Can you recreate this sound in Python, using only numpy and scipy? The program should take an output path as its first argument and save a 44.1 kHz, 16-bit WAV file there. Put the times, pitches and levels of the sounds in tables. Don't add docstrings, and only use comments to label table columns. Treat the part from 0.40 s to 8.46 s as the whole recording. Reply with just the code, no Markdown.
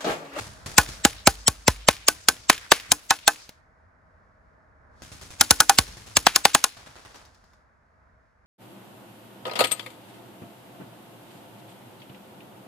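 import sys
import numpy as np
from scipy import signal
from scipy.fft import rfft, irfft
from scipy.io import wavfile
from scipy.ndimage import uniform_filter1d

SR = 44100
rng = np.random.default_rng(int(sys.argv[2]) if len(sys.argv) > 2 else 0)


def file_out(sig):
    cols = np.atleast_2d(sig).T
    lim = np.clip(cols, -1, 1)
    pcm = np.round(lim * 32767).astype(np.int16)
    wavfile.write(sys.argv[1], SR, pcm)


N = 355446
T = np.arange(SR * 2 // 3) / SR
TEN_MS = SR // 100
PELLET_LAG_S = 0.39

# dullness, thud, ring and flap add to strength.
# start_s, strength_db, dullness_db, thud_db, ring_db, ring_hz, flap_db, flight_db
HITS = [(0.381, -5, -5, -25.5, -10, 997.5, -12.5, -27.5), (0.6503, -12, -1.5, 3, -10, 813, -14, -30.5),
        (0.8723, -9, -7, -1.5, -13, 855, -10, -22.5), (1.0802, -14.5, -9, -15, -18.5, 1101, -8.5, -15.5),
        (1.28, -14.5, -0.5, -4.5, -11.5, 1066, -1.5, -26),
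        (1.4858, -13.5, 2, -2.5, -13.5, 1038, -13.5, -26.5),
        (1.6837, -10, -8.5, -17, -18.5, 1430, -38, -28), (1.8855, -11, -6, -16.5, -14, 1357, -27.5, -42.5),
        (2.0978, -12.5, 5, -4, -15, 1540, -32, -35), (2.318, -11.5, 4.5, -3.5, -19, 1459, -34, -33),
        (2.5182, -10, -15, -16.5, -20.5, 1093, -30.5, -34),
        (2.707, -15.5, -0.5, -19, -4.5, 967, -30, -33.5), (2.8778, -10.5, -6, -25.5, -8, 679, -41.5, -32.5),
        (5.0107, -9, -5.5, -21.5, -16.5, 1366, -26.5, -28.5),
        (5.1079, -6.5, -9, -26, -17.5, 1366, -17, -39.5), (5.2033, -7.5, -13, -20, -13.5, 1350, -30, -39.5),
        (5.295, -10, -5, -34, -6, 818, -53, -43.5), (5.3864, -10, -5, -27, -19, 1050, -11, -30.5),
        (5.7688, -10.5, -5.5, -19.5, -24, 1077, -18.5, -29), (5.8671, -15.5, 7, -6, -17, 1532, -31, -37.5),
        (5.96, -12.5, -6, -20, -16.5, 1071, -37, -31.5), (6.0528, -13.5, 2.5, -5.5, -10.5, 814, -31.5, -33),
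        (6.1483, -12, -1.5, -7, -14.5, 805, -46, -31), (6.2405, -15.5, -4.5, -20.5, -12.5, 1066, -45, -50)]
# frequency_hz, level_db
LEAVES = [(500, -15.5), (2000, -4), (5000, 3.5), (10000, -8), (15000, -21)]


def undb(db):
    return 10 ** (np.asarray(db) / 20)


def level(x, db):
    return x * undb(db) / np.sqrt(np.mean(x ** 2) * x.shape[-1] / TEN_MS)


def fade(t60, delay=0):
    return (T >= delay) * np.exp(-np.log(1000) * np.abs(T - delay) / t60)


def bump(hz, centre_hz, octaves):
    return np.exp(-.5 * (np.log2(hz / centre_hz) / octaves) ** 2)


def noise(spectrum, spread, gain=lambda hz: 1, size=len(T), wide_hz=1, bass_share=0.25):
    hz = np.maximum(np.fft.rfftfreq(size, 1 / SR), 1)
    f, db = np.transpose(spectrum)
    colour = undb(np.interp(np.log(hz), np.log(f), db))
    mid, side = rfft(rng.standard_normal((2, size))) * gain(hz) * colour
    side = side * spread * np.minimum(bass_share + hz / wide_hz, 1)
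    x = irfft(np.array([mid + side, mid - side]), size)
    return x / x.std()


def add(out, start_s, x):
    i = max(int(start_s * SR), 0)
    out[:, i:i + x.shape[-1]] += x[..., :N - i]


def outdoors():
    # frequency_hz, level_db
    spectrum = [(15, -41.5), (25, -14.5), (59, -2.5), (96, -4.5), (124, -13.5), (197, -13.5), (367, -23.5),
                (475, -18.5), (584, -20.5), (631, -10.5), (682, -19.5), (1600, -19), (2820, -36),
                (5820, -37), (12000, -56), (15600, -87), (22000, -120)]
    # time_s, level_db
    drift = [(0, -46.5), (1.2, -56), (3.5, -59.5), (4.1, -58), (4.4, -55.5), (6.9, -59.5), (7.3, -60.5),
             (8.05, -61.5)]
    t = np.arange(N) / SR
    restless_db = 1.1 * np.interp(t, np.linspace(0, t[-1], 60), rng.standard_normal(60))
    drift_db = np.interp(t, *np.transpose(drift))
    return noise(spectrum, 1.0, size=N, wide_hz=1200) * undb(drift_db + restless_db)


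def patchy(step=SR // 400):
    return undb(2.5 * np.interp(T, T[::step], rng.standard_normal(len(T[::step]))))


def bushes(db, dullness_db, delay_s=0.14, width_s=0.043, size=SR // 3):
    centre_hz = 2700 * 2 ** (-0.17 * dullness_db)
    swell = patchy() * np.exp(-((T - delay_s) / width_s) ** 2)
    return undb(db) * noise(LEAVES, 1.0, lambda f: .1 + bump(f, centre_hz, .5), size=size) * swell[:size]


def garden(db, dullness_db, near_t60=.2, far_t60=1.0, far_db=-19, wall_db=-18, wall_s=0.081):
    # frequency_hz, level_db
    near_spectrum = [(100, -5.5), (300, -5.5), (800, -1), (1600, -1.5), (3000, 2), (6000, 2), (10000, 1),
                     (15000, -9)]
    far_spectrum = [(200, -5.5), (1000, -0.5), (2200, 1.0), (6000, -4.5), (10000, -11.5), (15000, -21)]
    blow_colour = lambda f: undb(1.2 * (dullness_db + 2.5) * bump(f, 1900, 0.88))
    near = noise(near_spectrum, 0.23, blow_colour) * fade(near_t60)
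    far = noise(far_spectrum, 1.0) * fade(far_t60)
    scatter = (near + undb(far_db) * far) * (1 - fade(0.036)) * patchy()
    wall = noise([(600, -28), (2000, 2.0), (4500, -2.5), (9000, -14.5)], .3) * fade(0.023, wall_s)
    return level(scatter, db) + level(wall, db + wall_db + .5 * dullness_db)


def missed_shots(start_s=6.368, rounds=5, cycle_s=0.094):
    return start_s + cycle_s * np.arange(rounds)


def rifle(boost_db=3, tail_t60=0.69, snap=.9):
    # frequency_hz, level_db
    spectrum = [(25, -4), (60, 10), (100, 16), (180, 4), (350, 1.5), (700, 1), (1800, -1), (3000, -4),
                (6000, -5.5), (10000, -10.5), (15000, -24)]
    # time_s, level_db, fullness_db (bass and treble against the midrange)
    loudness = [(0, -33.5, 0.5), (0.3, -30.5, 0), (0.5, -34, 2), (0.7, -41.5, 0.5), (2.0, -44.5, -1.5),
                (4.7, -39, 1), (5.7, -40, 0), (6.4, -43, -6.5)]
    times, levels, fullness = np.transpose(loudness)
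    out = np.zeros((2, N))
    for start_s in [hit[0] - PELLET_LAG_S for hit in HITS] + list(missed_shots()):
        db, full_db = np.interp(start_s, times, levels), np.interp(start_s, times, fullness)
        colour = lambda f: undb((full_db + 2.0) * np.minimum(0.55 * np.abs(np.log2(f / 900)), 1.6))
        pop = noise(spectrum, 0.81, colour, wide_hz=900) * patchy()
        shape = fade(tail_t60) + snap * fade(0.012) + .5 * fade(.04, 0.0066)
        add(out, start_s, level(pop * shape, db + boost_db))
    return out


def spent_pellets(miss_db=-56, miss_hz=5600, rustle_db=-53, rustle_t60=0.18):
    # start_s, level_db, pitch_hz
    stray_tick = (3.092, -40, 6400)
    plastic = [(200, 8.5), (3000, 3), (8000, -10), (15000, -2.0)]
    out = np.zeros((2, N))
    landings = missed_shots() + PELLET_LAG_S
    for start_s, db, hz in [stray_tick] + [(s, miss_db, miss_hz) for s in landings]:
        tick = noise(plastic, 0.26, lambda f: 1 + 2 * bump(f, hz, 0.68))
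        add(out, start_s, level(tick * (fade(0.024) + 0.074 * fade(0.15)), db))
    for start_s in landings:
        rustle = noise(LEAVES, 1.0, lambda f: .1 + bump(f, miss_hz, 0.6)) * patchy()
        add(out, start_s, level(rustle * fade(rustle_t60), rustle_db))
    return out


def whizz(hz, db, t60=0.07, strays_db=-16, octaves=0.022):
    stray_hz = rng.uniform(1500, 8000, 7)
    lines = lambda f: bump(f, hz, octaves) + undb(strays_db) * sum(bump(f, h, octaves) for h in stray_hz)
    tone = noise([(500, -6), (2500, 6.0), (7500, -0.5), (9500, -10)], 0.67, lines)
    return level(tone * fade(t60) / (1 + (T / .014) ** 6), db)


def approach(rush_db, whistle_db, hz, rush_t60=0.023):
    spectrum = [(300, -14), (1500, -5), (3000, 0), (7500, 1), (9000, -12), (15000, -24)]
    rush = noise(spectrum, .5) * fade(rush_t60)
    wake = level(rush, min(rush_db, -21) - 2) + whizz(hz, whistle_db)
    return wake[:, :SR // 20][:, ::-1]


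def ringing(modes, db, favour=lambda f: 0, scatter_db=1.0):
    hz, mode_db, t60 = np.transpose(modes)
    weight, detune, turn = rng.standard_normal((3, len(hz)))
    t = T[:SR // 3]
    phase = 2 * np.pi * (np.outer(hz * (1 + 0.02 * detune), t) + turn[:, None])
    waves = np.sin(phase) * np.exp(-np.log(1000) * t / t60[:, None])
    gains = undb(mode_db + scatter_db * weight + favour(hz))
    attack = 1 - np.exp(-t / 0.0023)
    return level(gains @ waves * attack, db)


def boards(hz, db, focus_db=11, focus_octaves=0.13, body_db=-7):
    # pitch_hz, level_db, t60_s
    modes = [(690, -12, 0.056), (818.7, -1, 0.06), (883, -8.5, .06), (1079, -5, 0.051), (1289, -0.5, 0.03),
             (1510, 0, 0.064), (1561, -3, 0.028), (1707, -6, 0.075), (2500, -13.5, 0.095)]
    body = noise([(300, -28.0), (700, -1), (1600, 0.5), (2600, -19.0), (6000, -35.5)], .3)
    body *= fade(0.079) - fade(0.002)
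    ring = ringing(modes, db, lambda f: focus_db * bump(f, hz, focus_octaves))
    return ring + level(body[:, :SR // 3], db + body_db)


def pallet(db):
    # pitch_hz, level_db, t60_s
    modes = [(252, -8, 0.22), (303, -0.5, 0.18), (350, -6, 0.11), (458, -1, 0.15)]
    return ringing(modes, db, scatter_db=3)


def knock(db, t60=0.028, delay=.0012):
    spectrum = [(150, -22.5), (350, -3.5), (550, 0.5), (800, 1.5), (1500, -19.5), (4000, -41.5)]
    return level(noise(spectrum, 0.073) * fade(t60, delay), db)


def sway(db, hz=51.5, delay_s=0.11, width_s=0.075):
    swell = np.exp(-((T - delay_s) / width_s) ** 2)
    return undb(db) * np.sqrt(2) * swell * np.sin(2 * np.pi * hz * T)


def bending_wave(db, t60, cycles, lowest_hz, delay, onset_s=0.00019):
    age = np.maximum(T - delay, 0)
    phase = 2 * np.pi * (lowest_hz * age + cycles * np.log1p(age / onset_s))
    return level(np.sin(phase) * fade(t60, delay), db)


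def clack(db, bounce_s=0.0033, bounce=0.78):
    # frequency_hz, level_db
    spectrum = [(400, -32), (750, 0.5), (1400, -1.5), (2000, -1.5), (2800, -5), (4000, -6.5), (8000, -29.5)]
    shape = fade(0.026) - fade(0.0015) + bounce * fade(0.009, bounce_s)
    return level(noise(spectrum, 0.57) * shape, db)


def crack(db, dullness_db, bounce_s=.0047, bounce=0.08, rattle=0.036, snap=1.2):
    # frequency_hz, level_db
    spectrum = [(1500, -29), (3000, -2), (4000, 4.5), (7000, 2), (10000, 1.5), (13000, -12.5),
                (16000, -20.5)]
    centre_hz = 4408 * 2 ** (-0.55 * dullness_db)
    shape = fade(.012) + bounce * fade(.012, bounce_s) + rattle * fade(.05)
    tear = noise(spectrum, 0.48, lambda f: 1 + 2.4 * bump(f, centre_hz, 0.22)) * shape
    tick = noise([(3000, -14.5), (7000, 4.5), (10000, 0.5), (16000, -6)], 0.069)
    tick *= fade(.004) + 0.3 * fade(0.0078, bounce_s)
    return level(tear + snap * tick, db)


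def pellets(whistle_hz=7550, whistle_spread=0.03, pan_spread_db=1.3):
    out = np.zeros((2, N))
    chance = rng.standard_normal((len(HITS), 2))
    for (start_s, strength, dullness, thud, ring, ring_hz, flap, flight), (speed, side) in zip(HITS, chance):
        blow = crack(strength + 2.5, dullness) + clack(strength + dullness)
        blow_db = 10 * np.log10(np.mean(blow ** 2) * SR / TEN_MS)
        echo_db = blow_db - 17 + 0.3 * dullness + 0.2 * ring
        pitch_hz = whistle_hz * (1 + whistle_spread * speed)
        pan = undb(pan_spread_db * np.array([[side], [-side]]) / 2)
        add(out, start_s - 0.05, approach(flight + 10, flight + 2, pitch_hz))
        for part in (blow * pan,
                     bending_wave(strength + thud, t60=.02, cycles=.9, lowest_hz=61.3, delay=.0012),
                     bending_wave(strength + flap + 1, t60=.11, cycles=.6, lowest_hz=35.18, delay=.0015),
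                     sway(strength + flap - 26),
                     knock(strength + thud - 1.5),
                     boards(ring_hz, strength + ring + 5),
                     pallet(strength + 0.25 * ring - 23.5),
                     garden(echo_db, dullness),
                     bushes(echo_db - 25.5, dullness)):
            add(out, start_s, part)
    return out


def scene(leaves_db=-61):
    shooting = pellets() + rifle() + spent_pellets()
    return shooting + outdoors() + undb(leaves_db) * noise(LEAVES, 0.62, size=N)


def suppressor(x, split_hz=2200, open_db=-56, depth_db=30, slope=5):
    hz = np.fft.rfftfreq(N, 1 / SR)
    treble = x - irfft(rfft(x) / (1 + (hz / split_hz) ** 12), N)
    power = uniform_filter1d(np.mean(treble ** 2, axis=0), SR // 10)
    cut_db = np.clip(slope * (10 * np.log10(power + 1e-12) - open_db), -depth_db, 0)
    return x + treble * (undb(uniform_filter1d(cut_db, SR // 8)) - 1)


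def record(dry, ceiling=1.2, top_hz=15700):
    # frequency_hz, balance_db
    balance = [(100, -0.5), (300, 0.5), (600, 0), (1100, -1.5), (2200, -0.6), (4500, 3.5), (9000, 0),
               (14000, 1)]
    # frequency_hz, phase_rad
    lead = [(1000, 0), (3000, .8), (5500, 1.1), (6800, 0), (8400, -3.1), (10000, -6.3), (12000, -9.4),
            (14000, -12.6), (16000, -15.8)]
    hz = np.fft.rfftfreq(2 * N, 1 / SR)
    lean = undb(np.interp(hz, *np.transpose(balance)) / 2)
    ports = np.array([lean * np.exp(1j * np.interp(hz, *np.transpose(lead))), 1 / lean])
    picked_up = irfft(rfft(dry, 2 * N) * ports)[:, :N]
    drive = suppressor(picked_up) / ceiling
    clipped = ceiling * drive / (1 + drive ** 8) ** (1 / 8)
    return signal.sosfilt(signal.ellip(8, .2, 70, top_hz, fs=SR, output="sos"), clipped)


dry = scene()
out = record(dry)
file_out(out)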